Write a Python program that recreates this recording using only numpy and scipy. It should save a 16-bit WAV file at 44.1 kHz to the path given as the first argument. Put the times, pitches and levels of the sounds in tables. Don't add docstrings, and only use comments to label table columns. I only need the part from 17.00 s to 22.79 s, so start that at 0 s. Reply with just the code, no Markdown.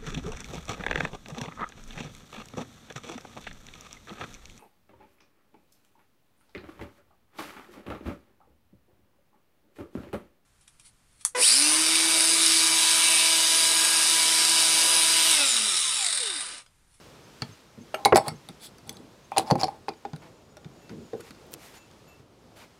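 import sys
import numpy as np
from scipy import signal
from scipy.fft import rfft, irfft, next_fast_len
from scipy.io import wavfile
from scipy.ndimage import uniform_filter1d, map_coordinates

SR = 44100
rng = np.random.default_rng(int(sys.argv[2]) if len(sys.argv) > 2 else 0)


def undo_db(level):
    steps = np.asarray(level, float) / 20
    return 10 ** steps


def transcribe(signal):
    frames = np.atleast_2d(signal).T
    limited = np.clip(frames, -1, 1)
    pcm = np.round(limited * 32767).astype(np.int16)
    wavfile.write(sys.argv[1], SR, pcm)


N = 255339


def unit(x):
    return x / np.sqrt(np.mean(x ** 2) + 1e-20)


def along(points, hz):
    f, value = np.transpose(points)
    return np.interp(np.log(hz + 1), np.log(f + 1), value)


def level_curve(points):
    s, db = np.transpose(points)
    gain = undo_db(np.interp(np.arange(N) / SR, s, db, -140, -140))
    return uniform_filter1d(gain, size=200)


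def wobble(rate):
    knots = rng.standard_normal(int(N * rate / SR) + 4)
    return map_coordinates(knots, [np.arange(N) * rate / SR])


def swell(start, peak, end):
    out = np.zeros(N)
    a, b = int(start * SR), int((max(end, peak, start) + .01) * SR)
    times = [start, max(peak, start + .002), max(end, peak + .004)]
    shape = np.interp(np.arange(a, min(b, N)) / SR, times, [0, 1, 0])
    out[a:b] = np.sin(np.pi / 2 * shape) ** 2
    return out


def add_at(out, s, sound):
    start = round(s * SR)
    out[..., start:start + sound.shape[-1]] += sound


def filtered(x, response):
    m = next_fast_len(len(x) + SR // 2)
    return irfft(rfft(x, m) * response(np.fft.rfftfreq(m, 1 / SR)), m)[:len(x)]


def banded(x, order, edges, kind):
    return signal.sosfilt(signal.butter(order, edges, kind, fs=SR, output="sos"), x)


def noise(spectrum):
    return unit(filtered(rng.standard_normal(N), lambda hz: undo_db(along(spectrum, hz))))


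def grit(sharp_db):
    return rng.standard_normal(N) * undo_db(sharp_db * (wobble(400) + .8 * wobble(60)))


def body(modes):
    def response(f):
        total = 0
        for k, (centre, width, db) in enumerate(modes):
            loss = 1j * f * width
            total = total + (-1) ** k * undo_db(db) * loss / (centre ** 2 - f * f + loss)
        return total
    return response


def held(modes, blur):
    return body([(hz, blur / t60, db) for hz, db, t60 in modes])


def ring(modes, centre_hz, spread, scatter_db, attack, damp, rough, t):
    hz, db, t60 = np.transpose(modes)[:, :, None]
    luck = rng.standard_normal((3, len(modes), 1))
    steps = rng.standard_normal((len(modes), len(t) // 64 + 1))
    drift = np.cumsum(steps, axis=1).repeat(64, axis=1)[:, :len(t)]
    drift = uniform_filter1d(drift, size=128, axis=1)
    db = db + scatter_db * luck[0] - spread * np.abs(np.log2(hz / centre_hz))
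    decay = undo_db(db - 60 * t / (damp * t60))
    flutter = 1 + rough * np.cos(1.85 * drift + 2 * luck[2])
    phase = 2 * np.pi * hz * (1 + 0.0043 * luck[1]) * t + 0.76 * rough * drift[::-1]
    x = np.sum(decay * flutter * np.sin(phase), axis=0)
    x = x * (1 - np.exp(-t / attack))
    return x / np.abs(x).max()


# t/s, level/dB
RUMBLE_LEVEL = [(0, -53.5), (4.45, -53.5), (5.79, -57.5)]
HISS_LEVEL = [(0, -53.5), (1.3, -55), (3.5, -60), (4.35, -56), (5.2, -58), (5.25, -62), (5.79, -60)]
# f/Hz, density/dB
RUMBLE_SPECTRUM = [(12, -35.5), (20, 0), (38, 1.5), (149, -2.5), (188, -4), (363, -6), (403, -6.5),
                   (482, -6.5), (1400, -21.5), (1820, -49.5), (3080, -120)]
HISS_SPECTRUM = [(530, -15.5), (900, -1.5), (1270, -1.5), (1820, -4), (1990, -5), (2300, -4.5),
                 (5390, -7.5), (15200, -23), (16500, -37.5)]


def air():
    rumble = undo_db(0.5 + 1.5 * wobble(4.9)) * noise(RUMBLE_SPECTRUM)
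    hiss = undo_db(-3.5 + 0.97 * wobble(6.1)) * noise(HISS_SPECTRUM)
    return level_curve(RUMBLE_LEVEL) * rumble + level_curve(HISS_LEVEL) * hiss


# t/s, level/dB
FAR_TRILL = [(2.7, -85), (3.5, -76), (4.25, -71)]


def far_insect():
    trill = filtered(grit(1.5), body([(6900, 250, 0)]))
    return level_curve(FAR_TRILL) * unit(undo_db(2 * wobble(20)) * trill)


# list of t/s, peak level/dB, length/s
NEAR_CHIRPS = [
    ([.226, .512, .803, 1.344, 1.938, 2.233], -57.5, .035),
    ([2.944, 3.198, 3.49, 3.8, 4.035], -65.5, .05),
]
WING_TONES = [6350, 6890]


def near_insects():
    t, out = np.arange(N) / SR, np.zeros(N)
    for (times, db, length), hz in zip(NEAR_CHIRPS, WING_TONES):
        chirps = sum(swell(s, s + 0.55 * length, s + length) for s in times)
        out += undo_db(db) * chirps * np.sin(2 * np.pi * hz * t)
    return out * (1 + 0.19 * wobble(84))


# f/Hz, and t60/s
CHIME_MODES = [2670, 6980, 11950]
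CHIME_DECAYS = [1.2, 0.4, .3]
# t/s, level/dB of each mode
CHIME_STRIKES = [
    (3.818, -63, -71, -70),
    (4.165, -65, -73, -69),
    (4.764, -61, -57, -74),
    (5.074, -59, -64, -63.5),
]


def chime():
    out, t = np.zeros(N + SR), np.arange(SR // 3)[:, None] / SR
    depth, beat_hz, phase = np.array([[.3, .5, .5], [9, 24, 24], [0, 1.2, 0]])
    beat = 1 - depth * np.cos(2 * np.pi * beat_hz * t + phase)
    rest_s = .12
    envelope = (1 - np.exp(-t / 0.0021)) / (1 + (t / rest_s) ** 8)
    for s, *db in CHIME_STRIKES:
        decay = undo_db(db - 60 * t / CHIME_DECAYS)
        tones = decay * beat * np.sin(2 * np.pi * t * CHIME_MODES) * envelope
        add_at(out, s, tones.sum(axis=1))
    return out[:N]


# f/Hz, density/dB
SKIN_SPECTRUM = [(410, -2.5), (700, 0), (922, 0.5), (1380, -3), (2240, -2.5), (3280, -7), (3740, -7.5),
                 (13700, -18.5), (16000, -32)]
# start t/s, peak t/s, end t/s, level/dB, tilt/dB per octave
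RUBS = [
    (1.61, 1.642, 1.69, -48, 4.5),
    (3.215, 3.22, 3.37, -51.5, -3),
    (3.892, 3.892, 3.98, -51.5, -2.5),
    (4.193, 4.21, 4.22, -49, 1.5),
    (4.198, 4.275, 4.33, -53, 0.5),
    (4.505, 4.548, 4.53, -47.5, 2.5),
    (4.536, 4.652, 4.75, -51.5, 2),
    (4.688, 4.765, 4.81, -51.5, 1),
    (5.552, 5.57, 5.66, -53, 0.5),
    (5.571, 5.635, 5.69, -53, -1),
]


def rubbing():
    out, fine = np.zeros(N + SR), np.pad(grit(0.44), (0, SR), "wrap")
    span = SR // 4
    for start, peak, end, db, tilt_db in RUBS:
        skin = lambda hz: undo_db(along(SKIN_SPECTRUM, hz) + tilt_db * np.log2((hz + 100) / 3000))
        hiss = unit(filtered(fine[round(start * SR):][:span], skin))
        add_at(out, start, undo_db(db) * hiss * swell(0, peak - start, end - start)[:span])
    return out[:N]


# low f/Hz, high f/Hz
CRACK_BANDS = [(1050, 2600), (2700, 7000), (7000, 14800)]
# t/s, middle level/dB, high level/dB
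GLUE_SNAPS = [
    (4.4674, -60, -48),
    (4.512, -66, -41),
    (4.521, -60, -29),
    (4.533, -43, -25.5),
    (4.539, -33, -13),
    (4.9133, -47, -56.5),
    (5.197, -58, -56.5),
]


def snaps():
    tracks, t = np.zeros((2, N + SR)), np.arange(SR // 50) / SR
    for s, mid_db, high_db in GLUE_SNAPS:
        click = undo_db(-60 * t / 0.0044) * (.5 * rng.standard_normal((2, len(t))) + 1.3 * (t == 0))
        add_at(tracks, s, undo_db([[mid_db + 11.5], [high_db]]) * click)
    middle = banded(tracks[0], 2, CRACK_BANDS[1], "band")
    high = banded(tracks[1], 2, CRACK_BANDS[2][0], "high")
    return (middle + high)[:N]


# f/Hz, width/Hz, level/dB
LAST_RIM_MODES = [(2310, 200, -4), (3820, 250, -6), (4430, 250, -3), (5100, 500, 0), (7110, 500, -8),
                  (9900, 700, -13)]
# start t/s, peak t/s, end t/s, level/dB
THREAD_BITES = [
    (2.592, 2.6, 2.615, -38.5),
    (2.603, 2.617, 2.63, -38.5),
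    (2.645, 2.667, 2.7, -52),
    (2.44, 2.5, 2.51, -51),
]


def grinding():
    bite = sum(undo_db(db) * swell(*times) for *times, db in THREAD_BITES)
    return unit(filtered(grit(4.5), body(LAST_RIM_MODES))) * bite


# f/Hz, width/Hz, level/dB
RIM_MODES = [(3400, 120, 9), (4470, 730, 1), (5430, 270, -3.5), (6740, 510, -18), (7770, 240, 1.5),
             (9530, 830, -1), (11200, 990, -10.5), (12870, 450, -20), (14200, 900, -13)]
# f/Hz, level/dB, t60/s
DRUM_MODES = [(640.6, -5, 0.19), (722, -19, 0.044), (798, 2.5, 0.11), (902, -6.5, 0.087), (1034, -7.5, 0.1)]
# f/Hz, level/dB, t60/s
WOOD_MODES = [(107, 5.5, 0.16), (125.4, 4.5, 0.15), (148, 4.5, .2), (232, 4.5, 0.15), (335.2, 3.5, 0.18),
              (420, -1, 0.18), (445.4, 2, 0.18), (477, -8, 0.056)]
# start t/s, peak t/s, end t/s, rim scrape level/dB, lid drum level/dB
LID_TURNS = [(0.93, 1.006, 1.23, -69.5, -44.5), (1.175, 1.18, 1.403, -56.5, -39.5),
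             (1.25, 1.285, 1.258, -47.5, -35.5), (1.58, 1.654, 1.705, -46, -64),
             (1.864, 1.87, 2.08, -60.5, -55.5), (2.31, 2.33, 2.7, -69, -44.5),
             (2.396, 2.418, 2.45, -52.5, -45), (2.43, 2.519, 2.535, -54, -40.5),
             (2.57, 2.593, 2.6, -58.5, -35.5), (2.584, 2.625, 2.632, -54, -29.5),
             (2.664, 2.656, 2.85, -64, -47.5)]
# start t/s, length/s, level/dB
JAR_SLIDES = [
    (1.874, 0.086, -45.5),
    (1.967, 0.13, -51),
    (2.401, 0.077, -40),
    (2.57, .04, -37),
    (3.874, 0.25, -38.5),
    (4.163, .09, -47),
]


def turning():
    rim = unit(filtered(grit(2.3), body(RIM_MODES)))
    drum = unit(filtered(grit(2.0), held(DRUM_MODES, 6)))
    wood = unit(filtered(rng.standard_normal(N), held(WOOD_MODES, 6)))
    turns = [undo_db(db)[:, None] * swell(start, peak, end) for start, peak, end, *db in LID_TURNS]
    scrape, press = sum(turns)
    slide = sum(undo_db(db) * swell(s, s + 0.23 * length, s + length) for s, length, db in JAR_SLIDES)
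    table_share = undo_db(-13.5)
    return scrape * rim + press * drum + (table_share * press + slide) * wood


# t/s, peak level/dB, f/Hz, t60/s, spread of its modes/0-1
SPOT_PINGS = [(0.944, -38, 3000, .12, .05), (1.051, -27, 2177, .16, .005), (1.1237, -5, 800, .006, .1),
              (1.124, -22, 2500, .03, .15), (1.1266, -6, 1300, .007, .2), (1.129, -18, 1600, .07, .35),
              (1.1325, -8, 390, .075, .06), (1.159, -27, 2200, .08, .04), (1.176, -28, 2200, .07, .04),
              (1.159, -24, 3600, .03, .15), (2.318, -42, 2490, .2, .05), (2.325, -49, 3300, .2, .08),
              (2.372, -28, 2400, .04, .05), (2.37, -27, 3500, .04, .12), (2.381, -21, 3100, .03, .1),
              (2.382, -27, 1500, .05, .1), (2.4765, -42, 4500, .03, .05), (2.5155, -15, 800, .06, .01),
              (2.556, -22, 790, .07, .01), (2.641, -24, 4700, .02, .12), (2.687, -28, 790, .04, .01),
              (2.884, -28, 1200, .045, .1), (2.884, -36, 2455, .07, .01), (2.884, -40, 3250, .04, .03),
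              (2.89, -31, 4700, .026, .1), (2.918, -50, 2400, .12, .01), (3.051, -44, 2500, .04, .04),
              (3.051, -41, 1300, .05, .15), (3.053, -60, 3600, .08, .04), (4.133, -48, 1800, .03, .06),
              (4.142, -50, 1507, .12, .04), (4.14, -45, 900, .1, .15), (4.197, -47, 1150, .04, .04),
              (4.307, -42, 2100, .03, .2), (4.314, -49, 3800, .02, .05), (4.308, -42, 250, .05, .1),
              (4.912, -54, 3400, .04, .06), (2.6022, -32, 5130, .015, .05), (2.6057, -30, 4820, .015, .05),
              (1.16, -20, 1500, .06, .25)]


def pings():
    out, t = np.zeros(N + SR), np.arange(SR // 8) / SR
    for s, db, hz, t60, spread in SPOT_PINGS:
        bunch = [(hz * (1 + spread * k), -3 * abs(k), t60) for k in (-1, -.4, 0, .6, 1)]
        add_at(out, s, undo_db(db) * ring(bunch, hz, 0, 0, .0003, 1, .5, t))
    return out[:N]


# t/s, peak level/dB, f/Hz
TABLE_KNOCKS = [(0.42, -22, 150.5), (0.49, -34, 98), (0.777, -33, 210), (0.807, -35.5, 231),
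                (0.942, -34.5, 400), (1.054, -17.5, 422), (1.1245, -7, 420), (1.137, -14, 331.4),
                (1.175, -26, 338), (1.278, -26, 148), (1.317, -27.5, 143.5), (1.495, -33.5, 190),
                (1.859, -36, 107), (1.965, -39, 186), (1.999, -43, 247), (2.378, -21, 420),
                (2.511, -16.5, 523), (2.517, -8, 175.6), (2.552, -19.5, 238.3), (2.631, -19.5, 477),
                (2.883, -26.5, 404.5), (3.051, -33.5, 400), (3.132, -26, 138.8), (3.655, -31.5, 148),
                (4.132, -23.5, 460), (4.15, -29, 473), (4.195, -35, 456), (4.304, -41.5, 204),
                (4.536, -39, 410), (5.197, -42, 126.5)]


def knocks():
    out, t = np.zeros(N + SR), np.arange(SR // 4) / SR
    for s, db, hz in TABLE_KNOCKS:
        modes = WOOD_MODES + [(hz, 6, .17)]
        add_at(out, s, undo_db(db) * ring(modes, hz, 5.9, 2.5, 0.0016, 0.79, 0.34, t))
    return out[:N]


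def crackle(t):
    fast_s, slow_s = np.array([[.03], [.015], [.011]]), np.array([[.12], [.12], [.1]])
    fade = undo_db(-60 * t / fast_s) + undo_db(-27.5 - 60 * t / slow_s)
    impulse = np.array([[-5], [-2.5], [-1.5]]) * (t == 0)
    return fade * (rng.standard_normal((3, len(t))) + impulse)


def through_rim(cracks):
    out = 0
    for crack, edges, db, share in zip(cracks, CRACK_BANDS, [5.5, -3, -3.5], [0, 1.8, 2.8]):
        rim = lambda hz: 1 + share * body(RIM_MODES[1:])(hz)
        out = out + undo_db(db) * filtered(banded(crack, 4, edges, "band"), rim)
    return out


# t/s, peak level/dB, f/Hz
LID_BLOWS = [(0.42, -29, 882), (0.942, -17, 678), (1.049, -34, 890), (1.057, -5, 895), (1.124, -13, 563),
             (1.128, -13, 1055), (1.158, -4, 790), (1.168, -33, 799), (1.177, -7, 757), (1.268, -31, 720),
             (1.282, -21, 803), (1.488, -39.5, 815), (2.319, -21.5, 847), (2.3645, -19, 900),
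             (2.371, -12.5, 813), (2.38, -13, 803), (2.395, -13.5, 765), (2.5015, -15, 800),
             (2.51, -7.5, 765), (2.555, -17, 783), (2.633, -11.5, 760), (2.641, -17, 840),
             (2.682, -23, 780), (2.8835, -19, 870), (2.889, -26, 700), (3.051, -23.5, 811),
             (3.134, -33.5, 861), (3.569, -39, 638), (4.135, -35, 736)]


def blows():
    out, cracks, t = np.zeros(N + SR), np.zeros((3, N + SR)), np.arange(SR // 4) / SR
    for s, db, hz in LID_BLOWS:
        add_at(cracks[0], s, undo_db(db - 17) * crackle(t)[0])
        modes = DRUM_MODES + [(hz, 4, .09)]
        add_at(out, s, undo_db(db) * ring(modes, hz, 14, 2.5, .0005, 0.56, 0.52, t))
    return (out + through_rim(cracks))[:N]


HANDLED_FROM = [0, .9, 1.04, 1.14, 1.8, 2.3, 2.6, 2.8]
# f/Hz, level/dB, t60/s
JAR_RINGS = [
    [(2316, 6, .06), (3280, -4, 0.17), (4770, -6.5, 0.047)],
    [(1320, 2, 0.11), (2250, -6, 0.1), (2840, -5.5, 0.11), (5100, -20, 0.08), (6400, -17.5, .15),
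     (8533, -16.5, 0.14), (11700, -18, .25)],
    [(2177, 7, 0.15), (4170, -13, 0.11), (7500, -10, 0.1), (9620, -2, 0.15)],
    [(1300, -1.5, 0.16), (2125, -5, 0.18), (3680, -8, 0.08), (4600, 1.5, .1), (5340, -9.5, .2),
     (8000, -10.5, 0.2), (9450, -8, 0.12), (10410, -12.5, .15)],
    [(3460, 18, 0.033), (4740, -5, .07), (5850, -10, .1), (7900, 7, 0.092), (9600, -6, 0.08),
     (11500, -6, .08)],
    [(2570, 3.5, .12), (3300, 1.5, 0.11), (4600, -2.5, 0.14), (6760, -7, .12), (9500, -6, 0.2),
     (12700, -16, .2)],
    [(2320, -9, 0.12), (4290, 8, 0.043), (5340, 8, 0.054), (9400, -11, 0.14)],
    [(1435, 10, 0.12), (3600, 8, 0.079), (4700, -2, 0.079)],
]
AFTER_RING = [-10.5, 5.5, -9.5, -4.5, -5, -22, -6.5, -5.5]
DULL_CRACK = [-2.5, 4, -17, -2, -10, -17, -40, -3]
# t/s, middle level/dB, high level/dB, brightest f/Hz
RIM_TOUCHES = [(0.4204, -22, -38, 4460), (0.9443, -29.5, -35, 2970), (1.0499, -9.5, -22, 3910),
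               (1.0561, -16, -14, 4400), (1.127, -36.5, -49, 2290), (1.148, -28, -35, 4800),
               (1.1578, -14, -17, 5250), (1.1689, -18, -14, 7790), (1.176, -22, -19, 4250),
               (1.2621, -44, -55, 4000), (1.2814, -24.5, -22, 4340), (1.488, -36.5, -40.5, 3680),
               (1.783, -48, -46.5, 6100), (1.876, -59, -47, 3840), (1.8933, -27.5, -26, 6200),
               (1.905, -56, -50, 6400), (1.9275, -60, -45, 9700), (1.969, -42, -49, 3930),
               (2.3175, -41, -48, 2570), (2.3647, -31, -48, 3540), (2.371, -19.5, -30, 2410),
            (2.3815, -8, -13.5, 9300), (2.3953, -27.5, -27.5, 3900), (2.5042, -30, -35, 4370),
            (2.5109, -19, -29, 4390), (2.555, -33, -40, 2460), (2.5799, -43, -54, 4540),
            (2.6327, -17.5, -41, 4360), (2.6416, -24, -32, 5100), (2.6818, -37, -50, 2430),
            (2.8828, -37, -42.5, 2420), (2.8895, -34, -46, 4000), (2.9356, -50, -68, 4650),
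            (3.052, -40, -62, 2550), (3.1332, -40, -58, 2410), (3.1615, -45, -45, 3950),
            (3.569, -44.5, -48, 5650), (3.646, -45, -73, 3500), (3.894, -41.5, -67, 2500),
            (4.134, -46, -66, 1540), (4.2064, -50, -41, 3440), (4.3075, -43, -43.5, 2370),
            (4.3482, -54, -67, 4480)]


def rim_touches():
    out, cracks, t = np.zeros(N + SR), np.zeros((3, N + SR)), np.arange(SR // 4) / SR
    for s, mid_db, high_db, hz in RIM_TOUCHES:
        jar = np.searchsorted(HANDLED_FROM, s) - 1
        levels = undo_db([mid_db + DULL_CRACK[jar], mid_db, high_db])
        add_at(cracks, s, levels[:, None] * crackle(t))
        bright_level = levels[np.searchsorted([2800, 7000], hz)]
        brightest = bright_level * ring([(hz, 0, .02)], hz, 0, 0, 0.00029, 0.71, 0.13, t)
        linger = ring(JAR_RINGS[jar], hz, 0.58, 0.5, 0.00057, 0.63, 0.79, t)
        linger_level = levels[1:].max() * undo_db(AFTER_RING[jar])
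        add_at(out, s, undo_db(-2.0) * brightest + linger_level * linger)
    return (out + through_rim(cracks))[:N]


# f/Hz, t60/s
ROOM_DECAY = [(150, 0.287), (1000, 0.17), (5000, 0.12), (14000, 0.042)]


def room(x):
    out, step = np.zeros(N + SR), SR // 5
    for start in range(0, N, step):
        hz, t, z = signal.stft(rng.standard_normal(SR // 3), SR, nperseg=256)
        decay = undo_db(-60 * t / along(ROOM_DECAY, hz)[:, None])
        tail = signal.istft(z * decay, SR, nperseg=256)[1]
        wet = signal.fftconvolve(x[start:start + step], tail / np.linalg.norm(tail))
        out[start + 200:][:len(wet)] += wet
    return out[:N]


def scene():
    jars = filtered(knocks() + blows() + rim_touches(), lambda hz: (1j * hz / (60 + 1j * hz)) ** 2)
    outside = air() + far_insect() + near_insects() + chime()
    hands = rubbing() + snaps() + grinding() + turning() + pings()
    return (outside + hands + jars + undo_db(-16) * room(jars))[None]


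def band_limit(x):
    return signal.sosfilt(signal.butter(12, 16860, fs=SR, output="sos"), x)


def record(dry):
    colour = lambda hz: (1j * hz / (50 + 1j * hz)) ** 3 * np.where(hz < 15900, 1, undo_db(-14.5))
    x = filtered(dry[0], colour)
    ceiling = .98
    mix = x / (1 + np.abs(x / ceiling) ** 12) ** (1 / 12)
    return band_limit(mix[None])


dry = scene()
out = record(dry)
transcribe(out)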